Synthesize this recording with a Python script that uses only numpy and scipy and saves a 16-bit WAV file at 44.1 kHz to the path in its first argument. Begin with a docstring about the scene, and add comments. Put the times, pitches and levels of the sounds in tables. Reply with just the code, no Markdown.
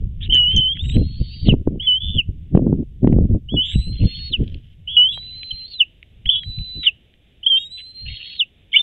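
"""Bald eagles at their stick nest, heard by a small microphone fixed beside it.
Seven thin calls, near-sine whistles shaped by a throat resonance: each chirps and breaks into a
strained squeal; six drop away, the last is still high at the end. Noise of rasping air surrounds them.
Twigs tick as band-passed bursts and straw rustles as grainy noise as the adult steps about. Wind,
mostly in the first half, is low noise that swells in gusts, with damped swings for the sharp buffets;
soft hiss lies below."""
import sys
import numpy as np
from scipy import signal
from scipy.fft import rfft, irfft, next_fast_len
from scipy.io import wavfile
from scipy.ndimage import uniform_filter1d

SR = 44100
rng = np.random.default_rng(int(sys.argv[2]) if len(sys.argv) > 2 else 0)


def transcribe(signal):
    """Save signal, clipped to [-1, 1], as a 16-bit WAV file at the path in sys.argv[1]."""
    frames = np.atleast_2d(signal).T
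    limited = np.clip(frames, -1, 1)
    pcm = np.round(limited * 32767).astype(np.int16)
    wavfile.write(sys.argv[1], SR, pcm)


N = 388962
TIME = np.arange(N) / SR


def from_db(db):
    """Level in decibels to amplitude ratio."""
    return 10 ** (np.asarray(db) / 20)


def rms_one(x):
    """Signal scaled to unit effective value."""
    return x / np.sqrt(np.mean(x ** 2) + 1e-20)


def in_time(rows):
    """Every column of a curve, joined by straight lines."""
    s, *columns = np.transpose(rows)
    return [np.interp(TIME, s, column) for column in columns]


def gain_at(points, hz):
    """Gain of a spectrum, interpolated in decibels along a log-frequency axis."""
    points = np.array(points)
    log_hz = np.log(np.maximum(hz, 1))
    return from_db(np.interp(log_hz, np.log(points[:, 0]), points[:, 1]))


def coloured(x, spectrum):
    """Linear filtering: the sound's spectrum is multiplied by a smooth gain."""
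    size = next_fast_len(N + SR // 10)
    hz = np.arange(size // 2 + 1) * SR / size
    return irfft(rfft(x, size) * gain_at(spectrum, hz), size)[:N]


def noise(spectrum):
    """White noise filtered to a spectral density, with rms 1."""
    return rms_one(coloured(rng.standard_normal(N), spectrum))


def drift(rate_hz):
    """Random modulation: straight lines between random knots, spread 1."""
    knots = rng.standard_normal(N // 10)
    return np.interp(TIME * 2 * rate_hz, np.arange(len(knots)), knots) * np.sqrt(3 / 2)


def gate(start, end, edge=0.0047):
    """Amplitude envelope: 1 between two times, with short ramps."""
    return np.clip(np.minimum(TIME - start, end - TIME) / edge + .5, 0, 1)


def turning(hz):
    """Phase as the running integral of frequency."""
    return 2 * np.pi * np.cumsum(hz) / SR


def evened(x, window_s):
    """Noise divided by its short-time rms, which removes slow swings of level."""
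    power = uniform_filter1d(x ** 2, max(int(window_s * SR), 2))
    return x / np.sqrt(power + 1e-6)


def ages(start, length):
    """Time since the start, for each sample of an event."""
    return TIME[int(start * SR):int((start + length) * SR)] - TIME[int(start * SR)]


def eagle(overtone_db=-40, strain_hz=3500):
    """Source and filter: a near-sine whistle, unsteady when strained high, is coloured by the throat."""
    # how strongly each pitch comes through throat and microphone: (frequency [Hz], gain [dB])
    resonance = [(1200, -41), (2000, -20.5), (2550, -9.5), (2950, 6), (3400, -3), (4000, -14.5),
                 (4500, -19.5), (5200, -30.5), (6100, -38), (7000, -32), (7700, -14.5), (8400, -38),
                 (9000, -61)]
    # the voice turns hoarse and the whistle frays: (start [s], end [s], share of noise)
    hoarse_spans = [(0.211, 0.28, 0.79), (0.835, 0.986, 0.4), (1.12, 1.485, 0.2), (2.022, 2.164, 0.28),
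                    (3.67, 3.862, 0.32), (3.979, 4.06, .3), (5.111, 5.173, 0.36), (5.657, 5.751, 0.92),
                    (6.331, 6.442, 0.24), (8.112, 8.392, 0.43)]
    # the beak gapes and lets the octave out: (start [s], end [s], gain [dB])
    gapes = [(0.405, 0.5, 34.5), (0.819, 0.997, 35), (3.647, 3.921, 32.5), (5.108, 5.177, 14),
             (6.4, 6.511, 10), (7.587, 7.977, 22.5)]
    # bursts of rasping air: (start [s], length [s], level [dB])
    rasp_bursts = [(0.207, 0.072, -36.5), (0.327, 0.048, -30), (0.504, 0.1, -35.5), (0.746, 0.25, -52.5),
                   (0.756, .018, -40), (0.84, .03, -40), (.915, .025, -43.5), (0.891, 0.0093, -30),
                   (0.943, 0.022, -35), (0.99, 0.5, -56.5), (5.214, 0.43, -56.5), (1.454, 0.077, -40),
                   (1.822, 0.039, -42), (3.652, 0.105, -40), (3.74, 0.16, -54), (3.921, 0.39, -48.5),
                   (3.994, 0.21, -51), (6.832, 0.057, -26), (7.662, 0.42, -68.5), (7.778, 0.039, -41.5),
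                   (8.056, 0.31, -39), (8.721, 0.078, -35)]
    rasp_edge_s, release_s = 0.0065, 0.013
    leak_db = -38.5   # air that always leaks past, relative to the drive
    hoarse_lift_hz = 386   # a fully hoarse voice cracks upward
    quaver_share = 0.012   # pitch quaver in the first call
    jitter, waver, shimmer = .0006, .004, .04   # spreads: fast pitch, slow pitch, strength

    hoarse = sum(share * gate(start, end, edge=.04) for start, end, share in hoarse_spans)
    hoarse = np.clip(hoarse, 0, 1)
    lift_hz = hoarse_lift_hz * hoarse ** 4
    wobble = jitter * drift(130) + waver * drift(24)
    tremble = shimmer * drift(83)
    octave = from_db(overtone_db + sum(db * gate(start, end, edge=.015) for start, end, db in gapes))
    quaver = gate(0.43, 0.94, edge=0.033) * drift(32)
    syrinx, breath = np.zeros(N, complex), np.zeros(N)
    for start, attack, pitch, drive_db in [*chirps(), *notes(), *squeals()]:
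        age = TIME[:len(pitch)]
        at = int(start * SR) + np.arange(len(pitch))
        opening = np.clip(np.minimum(age / attack, (age[-1] - age) / release_s), 0, 1)
        drive = from_db(drive_db) * np.sin(np.pi / 2 * opening) ** 2
        strain = np.clip(.5 + (pitch - strain_hz) / 1200, .15, 1)
        unsteady = 1 + strain * wobble[at] + quaver_share * quaver[at]
        tone = np.exp(1j * turning((pitch + lift_hz[at]) * unsteady))
        # squaring the complex tone doubles its frequency
        syrinx[at] += drive * (1 + strain * tremble[at]) * (tone + octave[at] * tone ** 2)
        breath[at] += drive
    vibration = np.sqrt(2) * np.real(syrinx * flutter() * fraying(hoarse))
    whistle = coloured(vibration, resonance)
    bursts = sum(from_db(db) * gate(start, start + length, rasp_edge_s)
                 for start, length, db in rasp_bursts)
    return whistle + eased(bursts + from_db(leak_db) * breath) * rasping()


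def chirps():
    """Exponential relaxation towards a top pitch, then a droop: (start, attack, pitch, drive dB)."""
    # opening chirps: (start [s], length [s], asymptotic pitch [Hz], rise time [s], first drive [dB])
    chirp_rows = [(0.296, 0.029, 3338, .016, -25), (1.797, 0.078, 3467, 0.017, -29.5),
                  (3.486, 0.088, 3486, 0.02, -36), (4.874, 0.11, 3412, 0.018, -29),
                  (6.255, .042, 3522, 0.014, -28.5), (7.43, 0.055, 3627, 0.019, -33.5),
                  (8.729, 0.061, 3553, .01, -23.5)]
    from_hz, droop_hz, attack_s = 2780, 197, 0.0039
    swell_db = 6.5   # breath builds over the length of a chirp
    for start, length, top_hz, rise_s, drive_db in chirp_rows:
        age = ages(start, length)
        droop = droop_hz * (age / length) ** 4   # just before the voice breaks
        pitch = top_hz + (from_hz - top_hz) * np.exp(-age / rise_s) - droop
        yield start, attack_s, pitch, drive_db + swell_db * age / length


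def notes():
    """Frequency glide with a parabolic bow, as the voice breaks into loud notes."""
    # notes that sag in the middle, or arch if the sag is negative: (start [s], length [s], attack [s],
    # first pitch [Hz], last pitch [Hz], sag [Hz], first drive [dB], fade over the note [dB])
    note_rows = [(0.223, 0.041, .012, 2876, 2812, -800, -28, 2),
                 (0.319, .247, 0.0066, 3148, 3264, 284.5, -14, 10),
                 (0.561, 0.051, .004, 3170, 3348, 158, -16, 1),
                 (0.603, 0.142, .005, 3093, 3430, 180.5, -20, 1.5),
                 (0.741, 0.061, 0.0043, 3347, 3354, 42, -36.5, 0.5),
                 (0.79, 0.036, 0.0042, 3410, 3760, 18.5, -25, -4.5),
                 (1.863, .128, 0.015, 3150, 3242, 222, -14.5, 9.5),
                 (3.561, 0.073, .016, 2958, 3173, 105, -22, -2),
                 (3.623, .124, .006, 3337, 3691, -30.5, -21.5, 7.5),
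                 (4.966, .123, .004, 2922, 3198, 82.5, -11, 9),
                 (5.085, 0.069, .005, 3312, 3517, -0.5, -15.5, 16.5),
                 (6.29, .017, 0.0036, 3037, 3330, 6.5, -8.5, 0.5),
                 (6.298, .062, 0.0034, 3370, 3197, -160, -12.5, 4.5),
                 (6.353, 0.051, 0.0049, 3262, 3418, -61.5, -16.5, 8.5),
                 (6.395, 0.063, .004, 3390, 3184, 7, -30, 12.5),
                 (7.462, 0.041, 0.0056, 3082, 3470, -7, -7, 17.5),
                 (7.495, 0.098, 0.0098, 3285, 3257, 157.5, -13, 3.5),
                 (8.737, 0.027, .004, 2140, 2368, 3, -0.5, -6.5),
                 (8.758, 0.026, 0.0026, 2750, 3322, -1.5, -10, 1)]
    for start, length, attack, first_hz, last_hz, sag_hz, drive_db, fade_db in note_rows:
        done = ages(start, length) / length
        bow = 1 - (2 * done - 1) ** 2
        pitch = first_hz + (last_hz - first_hz) * done - sag_hz * bow
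        yield start, attack, pitch, drive_db - fade_db * done


def squeals():
    """Tension relaxes towards a top pitch; in all but the last it then lets go into a loud yelp."""
    # thin squeals; the last drop lies past the end of the sound: (start [s], drop [s],
    # first pitch [Hz], asymptotic pitch [Hz], climb time [s], first drive [dB], last drive [dB],
    # drive in the drop [dB])
    squeal_rows = [(0.8, 1.492, 3641, 4835, 0.43, -35, -24, -20),
                   (1.985, 2.184, 3227, 3529, 0.029, -21, -29, -13.5),
                   (3.638, 4.337, 3640, 4497, .34, -29.5, -14, -20),
                   (5.101, 5.804, 3777, 4083, 0.13, -22.5, -17.5, -10),
                   (6.337, 6.867, 3542, 3996, .045, -21, -17.5, -10.5),
                   (7.551, 8.407, 3544, 4356, 0.3, -24, -24.5, -16),
                   (8.769, 8.881, 3080, 3580, 0.0075, -12.5, -2, 4)]
    # the squeal wavers, swelling or catching: (time [s], half length [s], bend [Hz], level change [dB])
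    wavers = [(0.903, 0.016, -190, 8), (.947, .01, -91, 5.5), (1.104, 0.032, 49.5, 0.5),
              (1.223, 0.033, 110.5, -2), (1.348, .025, 131, 4.5), (1.997, 0.012, -2, -13),
              (3.963, 0.014, -0.5, -14), (4.025, .03, -30, -11.5), (4.311, 0.015, -1, -14),
              (5.114, .015, -0.5, -3), (5.571, .045, 81, 0.5), (5.689, .025, 2, -9.5),
              (5.783, 0.015, -1, -9.5), (6.406, .045, -38.5, -19), (7.614, 0.022, 68.5, 1.5),
              (7.645, .008, -90.5, -2.5), (7.695, 0.016, -57.5, -16), (7.747, 0.034, 80, 5),
              (7.933, .014, -39.5, -14.5), (8.008, 0.05, 0.5, 5.5), (8.208, 0.022, 0.5, -7.5),
              (8.401, .009, -120, 18)]
    attack_s = 0.032   # a squeal grows slowly out of the note before it
    # landing pitch, near the throat resonance; fall time; length of the voice after the drop
    yelp_hz, drop_s, drop_end_s = 3044, 0.015, 0.038
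    lag_s, rise_s = 0.0026, 0.0085   # the pitch lands just after the yelp starts to swell
    sag_hz_per_s, fade_db_per_s = 17000, 149   # then it slides on down and fades
    for start, drop, first_hz, top_hz, climb_s, first_db, last_db, drop_db in squeal_rows:
        held = drop - start
        age = ages(start, held + drop_end_s)
        pitch = top_hz + (first_hz - top_hz) * np.exp(-age / climb_s)
        drive_db = first_db + (last_db - first_db) * age / held
        for s, half_length, bend_hz, level_db in wavers:
            bump = np.exp(-((start + age - s) / half_length) ** 2)
            pitch = pitch + bend_hz * bump
            drive_db = drive_db + level_db * bump
        late = age - held - lag_s
        fallen = np.exp(np.minimum(late, 0) / drop_s)
        sliding = np.maximum(late, 0)
        yelp = .5 + .5 * np.tanh((age - held) / rise_s)
        pitch = pitch + (yelp_hz - pitch) * fallen - sag_hz_per_s * sliding
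        drive_db = drive_db + (drop_db - drive_db) * yelp - fade_db_per_s * sliding
        yield start, attack_s, pitch, drive_db


def flutter():
    """Modulation side tones: a slow second vibration of the syrinx chops the whistle into pulses."""
    # fluttering stretches: (start [s], end [s], first rate [Hz], last rate [Hz], depth [dB],
    # share of the upper side tones)
    flutters = [(0.315, 0.376, 151.3, 110.9, -10, 0.76), (0.745, 0.797, 190.3, 183.2, -8.5, 0.47),
                (1.028, 1.16, 420, 456.5, -17, .3), (1.16, 1.486, 250, 232, -11.5, 0.89),
                (1.201, 1.47, 700, 699.3, -16, 0.043), (1.462, 1.498, 444, 336.9, -7, .3),
                (1.996, 2.184, 66.9, 128.1, -7, 0.26), (2.009, 2.176, 382.6, 515.7, -16.5, .1),
                (3.631, 3.742, 248.7, 288.2, -6.5, 0.23), (4.02, 4.303, 741.6, 602, -20.5, .25),
                (4.314, 4.342, 326.4, 301.3, -11, .3), (4.87, 4.97, 354, 194.3, -10, 0.24),
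                (5.123, 5.191, 645, 702, -14, 0.1), (5.663, 5.752, 624, 652.4, -22, 0.16),
                (6.305, 6.399, 209.9, 402.4, -12, 0.31), (7.572, 7.646, 458, 467, -12, 0.037),
                (8.077, 8.387, 499, 493, -10, 0.23), (8.769, 8.794, 449.7, 598.7, -11.5, 0.18)]
    chop = np.ones(N, complex)
    wander_hz = 14 * drift(90)   # so slow flutters are uneven and fast ones steady
    for start, end, first_hz, last_hz, depth_db, upper in flutters:
        on = gate(start, end)
        at = on > 0
        rate = np.interp(TIME[at], [start, end], [first_hz, last_hz]) + wander_hz[at]
        phase = turning(rate)
        depth = min(from_db(depth_db), .8) * on[at]
        # each pulse starts sharply and sags in pitch, so the lower side tones are the stronger
        lower_tones = 1 / (1 - depth * np.exp(-1j * phase))
        upper_tones = 1 / (1 - min(upper, 1) * depth * np.exp(1j * phase))
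        chop[at] *= (lower_tones + upper_tones - 1) / np.sqrt(1 + depth ** 2)
    return chop


def fraying(share):
    """Chaotic vibration, as random modulation, spreads the whistle into a band some hundreds of Hz wide."""
    chaos = (drift(210) + 1j * drift(210)) / np.sqrt(2)
    return np.sqrt(1 - share ** 2 / 2) + share * chaos


def eased(gain):
    """Inertia of breath: its pressure needs a few milliseconds to change."""
    return uniform_filter1d(uniform_filter1d(gain, size=SR // 500), size=SR // 500)


def rasping(grain_db=5, patchy_db=2.5):
    """Turbulence noise: air breaks up in the throat in rapid grains, each band swelling alone; rms 1."""
    # air rasping in the throat: (frequency [Hz], relative density [dB])
    rasp_spectrum = [(1100, -40), (1550, -16.5), (2000, -2), (2500, 4), (2900, 16.5), (3500, 9),
                     (4100, -18), (4700, -34.5), (5300, -49.5)]
    edges = np.geomspace(1200, 6000, 8)
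    grains = rng.standard_normal(N) * from_db(2 * grain_db * np.tanh(drift(180) / 2))
    throat_air = evened(coloured(grains, rasp_spectrum), 1 / 50)
    out = 0
    for low, high in zip(edges, edges[1:]):
        sos = signal.butter(2, [low, high], "band", fs=SR, output="sos")
        out = out + signal.sosfilt(sos, throat_air) * from_db(patchy_db * drift(23))
    return rms_one(out)


def squeak():
    """Frequency-swept sine: one short falling blip over the fourth call."""
    # course of the squeak: (time [s], pitch [Hz], level [dB])
    blip = [(5.507, 3570, -60), (5.508, 3240, -26), (5.516, 3070, -19.5), (5.529, 2970, -53)]
    pitch, level_db = in_time(blip)
    return np.sqrt(2) * gate(blip[0][0], blip[-1][0]) * from_db(level_db) * np.sin(turning(pitch))


def snaps(rows, width, t60):
    """Impulsive excitation: short decaying noise, limited to a band of given width in octaves."""
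    out, t = np.zeros(N), TIME[:SR // 20]
    for s, peak_db, hz in rows:
        edges = [hz / 2 ** (width / 2), hz * 2 ** (width / 2)]
        band = signal.butter(2, edges, "band", fs=SR, output="sos")
        excitation = rng.standard_normal(len(t)) * from_db(-60 * t / t60)
        burst = signal.sosfilt(np.vstack([band, band]), excitation)
        out[int(s * SR):][:len(t)] += from_db(peak_db) * burst / np.abs(burst).max()
    return out


def rustle(grain_db=3):
    """Friction noise: dry straw crackles in fine grains as the adult shifts its feet."""
    # rustles of the nest: (start [s], length [s], level [dB])
    rustle_rows = [(2.551, 0.035, -57.5), (3.058, 0.082, -64.5), (4.359, 0.22, -56), (4.57, 0.18, -63)]
    # dry straw: (frequency [Hz], relative density [dB])
    straw = [(1000, -30), (1700, -9), (2400, -9), (3050, 6.5), (3700, -7.5), (4500, -22.5), (5300, -23),
             (6500, -39)]
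    pressure = sum(from_db(db) * gate(start, start + length, edge=.03) for start, length, db in rustle_rows)
    return pressure * rms_one(noise(straw) * from_db(grain_db * drift(160)))


def woods(x, near_db=-25, near_t60=0.076, far_db=-34, far_t60=.28):
    """Diffuse scattering: near branches return a short tail, the trees beyond a longer, weaker one."""
    t, response = TIME[:SR // 2], 0
    for level_db, t60 in (near_db, near_t60), (far_db, far_t60):
        tail = rng.standard_normal(len(t)) * from_db(-60 * t / t60) * (t > .008)
        response = response + from_db(level_db) * tail / np.linalg.norm(tail)
    return x + signal.fftconvolve(x, response)[:N]


def wind(lumpy_db=4):
    """Flow noise: eddies on the microphone port give a deep rumble and lumpy turbulence in the gusts."""
    # gusts rising over the breeze, before limiting:
    # (start [s], hold [s], rumble level [dB], turbulence level [dB])
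    gust_rows = [(0.038, 0.0075, -19.5, -53), (0.29, 0.073, -22, -35), (0.545, 0.051, -14.5, -34.5),
                 (0.828, 0.24, -19, -44.5), (0.956, 0.065, -11, -17.5), (1.209, 0.0061, -15.5, -25.5),
                 (1.428, .06, -17.5, -45), (1.469, 0.069, -11.5, -17), (1.569, 0.044, -21, -36),
                 (1.676, 0.01, -13.5, -22.5), (1.709, 0.066, -26, -29), (2.038, 0.069, -24, -50.5),
                 (2.155, 0.031, -20.5, -29), (2.289, 0.0077, -17, -31.5), (2.533, 0.22, -21.5, -18.5),
                 (2.662, 0.16, -24, -25), (3.035, 0.096, -17.5, -16.5), (3.146, 0.11, -12.5, -20.5),
                 (3.301, 0.059, -14, -20), (3.537, 0.0079, -22.5, -17.5), (3.547, 0.038, -24, -31),
                 (3.741, 0.06, -19.5, -43), (3.867, 0.1, -20.5, -46), (4.012, 0.047, -11, -21.5),
                 (4.303, 0.05, -32, -44.5), (4.393, 0.031, -15, -22.5), (4.461, 0.12, -30, -41.5),
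                 (5.532, 0.009, -31.5, -62), (6.266, 0.008, -20, -64.5), (6.469, 0.032, -25, -65),
                 (6.579, 0.038, -22, -60.5), (6.757, 0.045, -33.5, -45), (8.026, 0.11, -34.5, -76)]
    # steady breeze, before limiting: (time [s], rumble level [dB])
    breeze = [(0, -27), (.5, -31), (1.3, -32.5), (1.95, -40.5), (2.35, -33.5), (2.95, -36), (4.25, -35),
              (4.7, -45.5), (5.15, -41), (5.8, -57.5), (6.6, -39.5), (7.1, -61.5), (8.8, -65)]
    # deep rumble: (frequency [Hz], relative density [dB])
    rumble_spectrum = [(20, 3), (70, 7.5), (150, -3), (230, -17.5), (340, -50), (600, -79)]
    # turbulence: (frequency [Hz], relative density [dB])
    turbulence_spectrum = [(30, -21.5), (130, 2), (220, 5), (300, -1.5), (450, -11.5), (620, -23.5),
                           (850, -41), (1300, -58), (2000, -64.5)]
    rise_s, fall_s = 0.0086, 0.011   # time constants of every gust
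    breeze_db, = in_time(breeze)
    low = from_db(breeze_db)
    high = from_db(breeze_db - 22)   # breeze turbulence [dB] relative to its rumble
    for start, hold, rumble_db, turbulence_db in gust_rows:
        away = np.maximum((start - TIME) / rise_s, (TIME - start - hold) / fall_s)
        swell = np.exp(-np.clip(away, 0, 20))
        low = np.maximum(low, from_db(rumble_db) * swell)
        high = np.maximum(high, from_db(turbulence_db) * swell)
    rumble = low * from_db(lumpy_db * drift(9.9) / 2) * evened(noise(rumble_spectrum), 0.021)
    turbulence = high * from_db(lumpy_db * drift(65)) * evened(noise(turbulence_spectrum), 0.015)
    # the narrow port limits the flow and passes only the low swings
    limited = .55 * np.tanh((rumble + turbulence) / .55)
    return signal.sosfilt(signal.butter(4, 700, fs=SR, output="sos"), limited)


def buffets(level_db=-3, cycles=1.0):
    """Damped oscillation: a strong eddy shoves the diaphragm, which swings back in a cycle or two."""
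    # sharp buffets: (time [s], level relative to level_db [dB], pitch [Hz])
    buffet_rows = [(0.964, 3, 161), (1.484, 8, 154), (1.526, 3, 173), (1.538, 0.5, 249), (1.674, 1.5, 288),
                   (1.758, -17, 263), (2.548, 11, 144.7), (2.573, 5, 270), (2.593, -0.5, 280),
                   (2.666, 1, 245), (2.676, -10.5, 318), (2.727, 2, 245), (2.825, -13.5, 222),
                   (3.044, 2, 241.5), (3.073, 5, 251), (3.125, 5, 182), (3.098, -1, 215),
                   (3.162, -1.5, 198), (3.186, -0.5, 283), (3.348, -10, 280), (3.541, -9.5, 364),
                   (3.756, 0, 131), (4.036, -14, 313), (4.052, -0.5, 156), (4.406, -8, 193)]
    out, t = np.zeros(N), TIME[:SR // 10]
    for s, relative_db, hz in buffet_rows:
        age = t * hz / cycles
        envelope = (2 * age * np.exp(1 - 2 * age)) ** 3
        swing = envelope * np.sin(2 * np.pi * hz * t + rng.uniform(0, 2 * np.pi))
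        out[int(s * SR):][:len(t)] += from_db(relative_db + level_db) * swing
    return out


def port(pressure):
    """Saturation: the diaphragm runs out of travel in strong gusts; its cover muffles the crunch."""
    held = pressure / (1 + (pressure / .92) ** 6) ** (1 / 6)
    return signal.sosfilt(signal.butter(3, 2000, fs=SR, output="sos"), held)


def air(gusts, sink_db=-8):
    """Level-dependent gain: a restless hiss sinks under strong gusts and comes back slowly."""
    # still air: (frequency [Hz], relative density [dB])
    air_spectrum = [(20, -13), (60, -2.5), (120, -9.5), (250, -15.5), (700, -28), (1000, -40.5),
                    (1400, -39), (2000, -30.5), (2900, -24), (3650, -26), (4400, -56), (8000, -67.5)]
    gust_db = 10 * np.log10(uniform_filter1d(gusts ** 2, size=SR // 30).clip(1e-9))
    held_db = np.maximum.accumulate(gust_db + 30 * TIME) - 30 * TIME   # falls at most 30 dB per s
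    sunk = np.clip((held_db + 32) / 14, 0, 1)
    still_air = from_db(-55 + sink_db * sunk + drift(5.3)) * noise(air_spectrum)
    electronics = from_db(-80.5) * rng.standard_normal(N)   # steady hiss
    return still_air + electronics


def scene():
    """Superposition: all sources meet at one microphone, whose treble leans to the right."""
    # twigs ticking under the feet: (time [s], peak before the low-pass [dB], pitch [Hz])
    ticks = [(.381, -30, 2135), (.771, -31, 2130), (.967, -26.5, 2250), (2.552, -38, 2260),
             (2.575, -33, 2270), (3.045, -42, 2000), (3.073, -30, 2400), (3.127, -36, 2220),
             (4.478, -31.5, 3070), (4.544, -28, 3100), (5.431, -23.5, 2900), (6.028, -28.5, 2470),
             (6.257, -22, 2320), (6.433, -27.5, 2480), (6.587, -31, 2900), (6.837, -28.5, 2520),
             (7.139, -42, 2540), (7.803, -32.5, 2470)]
    # bright cracks in the first call: (time [s], peak [dB], pitch [Hz])
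    crack_rows = [(.342, -29.5, 6150), (.349, -34, 6790), (.563, -21, 6160), (.576, -27.5, 6200)]
    treble_lean = 0.11   # share of the treble moved from left to right
    twigs = snaps(ticks, width=.85, t60=0.0082)
    twigs = signal.sosfilt(signal.butter(8, 4300, fs=SR, output="sos"), twigs)
    cracks = snaps(crack_rows, width=.2, t60=0.016)
    stick = snaps([(5.175, -29.5, 950)], width=2.4, t60=0.0063)   # a thicker stick knocks lower
    nest = twigs + cracks + stick + rustle()
    gusts = port(wind() + buffets())
    mono = woods(eagle() + squeak() + nest) + gusts + air(gusts)
    treble = signal.sosfilt(signal.butter(1, 1500, "high", fs=SR, output="sos"), mono)
    return mono + treble_lean * treble * np.array([[-1], [1]])


def record(dry):
    """Aliasing: slow sampling mirrors overtones about 8 kHz; peaks are rounded and the top is cut."""
    top = signal.sosfilt(signal.butter(8, 7200, "high", fs=SR, output="sos"), dry)
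    shifted = 2 * top * np.cos(2 * np.pi * 16000 * TIME)
    mirrored = signal.sosfilt(signal.cheby1(10, 1, 8300, fs=SR, output="sos"), shifted)
    both = dry + from_db(-5) * mirrored
    rounded = both / (1 + both ** 20) ** (1 / 20)
    return signal.sosfilt(signal.cheby2(12, 70, 15700, fs=SR, output="sos"), rounded)


dry = scene()
out = record(dry)
transcribe(out)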